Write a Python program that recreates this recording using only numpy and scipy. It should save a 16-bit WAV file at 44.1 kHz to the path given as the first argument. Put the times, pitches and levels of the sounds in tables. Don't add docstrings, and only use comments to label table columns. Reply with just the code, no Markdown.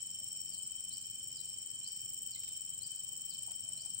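import sys
import numpy as np
from scipy import signal
from scipy.fft import rfft, irfft
from scipy.io import wavfile
from scipy.ndimage import uniform_filter1d

SR = 44100
rng = np.random.default_rng(int(sys.argv[2]) if len(sys.argv) > 2 else 0)


def master_out(mix):
    frames = np.transpose(np.atleast_2d(mix))
    ceiling = np.clip(frames, -1, 1)
    pcm = np.round(ceiling * 32767).astype(np.int16)
    wavfile.write(sys.argv[1], SR, pcm)


N = 176400

CHIRP_STARTS = [.0026, .0120, .0150, .0222, .0250]
# (length [s], first pitch [Hz], last pitch [Hz], level [dB], octave level [dB],
# share of the swell [0-1])
CHIRPS = [(0.0061, 7650, 7120, -6.5, -3.5, 0.05), (0.0051, 8100, 7320, -6.5, -8, 0.1),
          (0.00577, 7950, 7117, 0, 1.5, 0.08), (0.0048, 8207, 8140, -5.5, 2, 0.51),
          (.0068, 8000, 7246, -0.5, -0.5, 0.02)]
# (time [s], lag [s])
CICADA_LAG = [(0, 0), (.3, .0003), (.65, .004), (.95, .0075), (1.3, .0093), (1.8, .0092), (2.05, .0104),
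              (2.3, .0095), (2.55, .0108), (2.9, .0092), (3.3, .0088), (4, .0072)]
# (time [s], boost [dB], octave boost [dB])
CICADA_EFFORT = [(0, 0.5, -13), (.35, 0.5, -11), (.75, -0.5, -13.5), (1.1, -1, -10.5), (1.8, 0, -15),
                 (2.12, 1.5, -8.5), (2.55, 0.5, -11), (2.8, 0, -13), (3.2, 0, -9.5), (3.65, -0.5, -14),
                 (4, -2, -12)]
# (time [s], boost [dB])
CICADA_SWELL = [(0, -2), (.3, -7), (.39, 7), (.5, -5), (.59, 5), (.63, 9), (.68, 11), (.8, 1), (.92, 7),
                (1.02, -3.5), (1.9, -6), (2.75, 1.5), (3.02, 4.5), (3.2, 1), (3.42, 4.5), (3.47, 8),
                (3.56, 7), (3.62, -15), (3.68, 11.5), (3.735, 10), (3.8, -7), (3.86, 13), (4, 18)]
# (frequency [Hz], left boost [dB], right boost [dB])
CICADA_COLOUR = [(6370, -11, -1.5), (6630, -23.5, -0.5), (7646, -10.5, -2.5), (7495, -2, -17),
                 (7784, 1.5, -29.5), (10150, 18, -33), (10760, -31, -41), (13600, -17.5, 4.5),
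                 (14700, -11, -10), (15740, -5.5, 3.5)]
def cicada():
    beat_s, jitter_s, pitch_spread = .043, .00042, .01
    out = np.zeros(N)
    rasp = 1 + .08 * noise_band(0, 1760)[0]
    for beat in np.arange(-.0415, N / SR, beat_s):
        for offset, (length, first_hz, last_hz, db, octave_db, share) in zip(CHIRP_STARTS, CHIRPS):
            late, sharp, loud, swell, phase = rng.standard_normal(5)
            start = beat + read(CICADA_LAG, beat) + offset + jitter_s * late
            progress = np.arange(0, length, 1 / SR) / length
            hz = (first_hz + (last_hz - first_hz) * progress) * (1 + pitch_spread * sharp)
            angle = 2 * np.pi * (np.cumsum(hz) / SR + phase)
            octave = amp(octave_db + read(CICADA_EFFORT, start, column=2)) * np.sin(2 * angle)
            swell_db = share * (read(CICADA_SWELL, start) + 1.2 * swell)
            level = amp(db + read(CICADA_EFFORT, start) - .1 * loud + swell_db)
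            fade = abs(np.sin(np.pi * progress)) ** 1.3
            add(out, start, level * fade * (np.sin(angle) + octave))
    out *= rasp
    direct = np.array([np.roll(out, round(.00018 * SR)), out])
    scattered = echoes(out, fade_s=.1) * amp([[-10], [-9]])
    return amp(-31.5) * colour(direct + scattered, CICADA_COLOUR)


# (progress [0-1], pitch shift [Hz], level [dB])
CRICKET_CHIRP = [(0, 0, -20), (.12, 4, 0), (.6, 2, -1), (.8, -32, -12), (.92, -170, -14), (1, -200, -20)]
# (time [s], level [dB])
CRICKET_LEVEL = [(0, -55), (.27, -53), (.7, -56.5), (1.1, -57.5), (1.5, -57.5), (1.75, -61.5), (1.95, -54),
                 (2.15, -61), (2.4, -57), (2.9, -61.5), (3.4, -55), (3.9, -56)]
def cricket():
    pitch_hz, chirps_per_s, right_db = 5486, 10.7, -6.5
    t = np.arange(N) / SR
    progress = np.arange(0, 1, chirps_per_s / SR)
    sag = np.resize(np.cumsum(read(CRICKET_CHIRP, progress)), N)
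    throb = np.resize(amp(read(CRICKET_CHIRP, progress, column=2)), N)
    hz = pitch_hz + 1.2 * noise_band(0, 6)[0]
    tone = throb * np.sin(2 * np.pi * (np.cumsum(hz) + sag) / SR)
    sides = np.array([unit(side) for side in tone + echoes(tone, fade_s=.9)])
    return sides * amp(read(CRICKET_LEVEL, t)) * amp([[0], [right_db]])


# (start [s], length [s], level [dB], tip boost [dB])
FALLS = [(.484, 0.095, -52, -11), (1.320, .1, -50, -2), (2.280, .088, -53.5, 11), (3.279, 0.063, -48.5, 1)]
RISES = [(.900, 0.11, -48.5, 3), (1.832, 0.095, -48, -6), (2.802, 0.098, -47.5, -5),
         (3.767, 0.094, -49.5, 7)]
# (progress [0-1], pitch [Hz], boost [dB])
FALL_SHAPE = [(0, 4650, -11), (0.249, 5360, -11), (0.461, 4815, 0.5), (0.679, 4143, -2), (.8, 4010, -11),
              (1.001, 3280, -17)]
RISE_SHAPE = [(0, 3850, -21), (.11, 4120, -5), (.33, 4550, -3.5), (.5, 5040, 0), (.57, 5700, -20),
              (.68, 5890, -10.5), (1, 5660, -18)]
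def bird():
    flutter_db, right_db = 3, -11.5
    out = np.zeros(N)
    waver, flutter = noise_band(0, 500)
    for calls, shape in ((FALLS, FALL_SHAPE), (RISES, RISE_SHAPE)):
        for start, length, db, tip_db in calls:
            progress = np.arange(0, length, 1 / SR) / length
            tip = np.interp(progress, (.68, .8), [0, 1])
            wobble = (.014 + .025 * tip) * np.roll(waver, -round(start * SR))[:len(progress)]
            hz = read(shape, progress) * (1 + .006 * rng.standard_normal() + wobble)
            level = amp(db + tip_db * tip + read(shape, progress, column=2))
            fade = signal.windows.tukey(len(progress), .15)
            add(out, start, level * fade * np.sin(2 * np.pi * np.cumsum(hz) / SR))
    out *= amp(flutter_db * flutter)
    scattered = amp(-6) * echoes(out, fade_s=.1)
    forest = amp(-1) * echoes(out, fade_s=.9)
    return (out + scattered + forest) * amp([[0], [right_db]])


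# (pitch [Hz], width [Hz], left level [dB], right level [dB])
CHOIRS = [(2448, 132, -87.5, -73.5), (3025, 170, -66.5, -69.5), (3088.4, 94, -54, -55.5),
          (5460, 190, -67, -62), (15000, 1200, -77.5, -71), (8230, 540, -49, -72.5),
          (7100, 510, -60.5, -59.5), (9230, 690, -67.5, -110)]
def far_insects():
    return sum(noise_band(hz, width) * amp([[left], [right]]) for hz, width, left, right in CHOIRS)


# (frequency [Hz], left boost [dB], right boost [dB])
STREAM_COLOUR = [(21.2, -96.5, -104), (64, -94.5, -91), (104.4, -84.5, -85), (175.4, -88.5, -89),
                 (317, -99, -99), (610, -103, -103), (1080, -109, -106), (2450, -115, -105),
                 (2860, -112, -109), (3390, -109, -109), (3780, -101, -106), (4560, -95.5, -100),
                 (5400, -107, -104), (10040, -108, -130), (11560, -128, -135), (16100, -106, -104)]
# (frequency [Hz], likeness [0-1])
STREAM_LIKENESS = [(60, 0.74), (500, 0.03), (1500, 0)]
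def stream():
    hz, _, (left, other) = signal.stft(rng.standard_normal((2, N)), SR, nperseg=1024)
    likeness = read(STREAM_LIKENESS, hz)[:, None]
    right = likeness * left + np.sqrt(1 - likeness ** 2) * other
    patches = uniform_filter1d(rng.standard_normal(left.shape), size=4, axis=0)
    patches_db = 1.25 * unit(uniform_filter1d(patches, size=8, axis=1))
    _, noise = signal.istft(np.array([left, right]) * amp(patches_db), nperseg=1024)
    return amp(41.5) * colour(noise[:, :N], STREAM_COLOUR)


# (time [s], level [dB], pitch [Hz])
STEPS = [(3.117, -68, 905), (3.478, -58.5, 816), (3.508, -63, 790), (3.855, -62, 830)]
# (time [s], level [dB])
GRIT_TICKS = [(2.433, -54), (2.48, -53), (3.510, -54)]
def lizard_steps():
    rise_s, pat_decay_s, tick_decay_s = .006, .015, .009
    out = np.zeros((2, N))
    t = np.arange(SR // 8) / SR
    for start, db, hz in STEPS:
        pat = noise_band(hz, width_hz=520)[0, :len(t)]
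        add(out, start, amp(db) * pat * np.minimum(t / rise_s, 1) * np.exp(-t / pat_decay_s))
    for start, db in GRIT_TICKS:
        tick = noise_band(4600, width_hz=6500)[:, :len(t)]
        add(out, start, amp(db) * tick * np.exp(-t / tick_decay_s))
    return out


# (time [s], level [dB])
TAIL_LEVEL = [(3.2, -131), (3.45, -92), (3.7, -65), (3.9, -91), (4, -88)]
def lizard_tail():
    grains = unit(amp(6 * noise_band(0, 300)[0]))
    hiss = noise_band(12300, width_hz=21000)
    return hiss * grains * amp(read(TAIL_LEVEL, np.arange(N) / SR))


# (start [s], length [s], pitch [Hz], width [Hz], level [dB])
FAR_CALLS = [(2.35, 0.045, 2100, 88, -66.5), (2.36, 0.28, 3700, 740, -70), (0.0084, 0.67, 628, 38, -76.5),
             (3.1, 0.12, 475, 60, -76.5), (3.3, 0.21, 570, 59, -75), (3.45, 0.57, 642, 50, -75)]
def far_calls():
    t = np.arange(N) / SR
    out = np.zeros((2, N))
    for start, length, hz, width, db in FAR_CALLS:
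        progress = np.clip((t - start) / length, 0, 1)
        out += amp(db) * noise_band(hz, width) * np.sin(np.pi * progress)
    return out


def echoes(sound, fade_s):
    t = np.arange(SR) / SR
    tail = rng.standard_normal((2, SR)) * (rng.random((2, SR)) < 2000 / SR)
    tail *= amp(-60 * t / fade_s) * (t > .002)
    tail /= np.linalg.norm(tail, axis=1, keepdims=True)
    return signal.fftconvolve(sound[None], tail, axes=1)[:, :N]


def noise_band(hz, width_hz):
    distance_hz = abs(np.fft.rfftfreq(N, 1 / SR) - hz)
    spectrum = rfft(rng.standard_normal((2, N)))
    return unit(irfft(spectrum / (1 + (2 * distance_hz / width_hz) ** 3), N))


def colour(sound, table):
    hz = np.fft.rfftfreq(N, 1 / SR)
    return irfft(rfft(sound) * amp([read(table, hz), read(table, hz, column=2)]), N)


def amp(db):
    return 10 ** (np.asarray(db) / 20)


def unit(x):
    return x / np.sqrt(np.mean(x ** 2) + 1e-20)


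def read(table, at, column=1):
    columns = np.transpose(table)
    return np.interp(at, columns[0], columns[column])


def add(mix, start_s, sound):
    start = round(start_s * SR)
    sound = sound[..., max(-start, 0):]
    part = mix[..., max(start, 0):][..., :sound.shape[-1]]
    part += sound[..., :part.shape[-1]]


def scene():
    singers = cicada() + cricket() + far_insects() + bird() + far_calls()
    return singers + stream() + lizard_steps() + lizard_tail()


def record(dry):
    cutoff_hz = 15830
    low_pass = signal.firwin(801, cutoff_hz, window=("kaiser", 9), fs=SR)
    return signal.oaconvolve(dry, low_pass[None], "same")


dry = scene()
out = record(dry)
master_out(out)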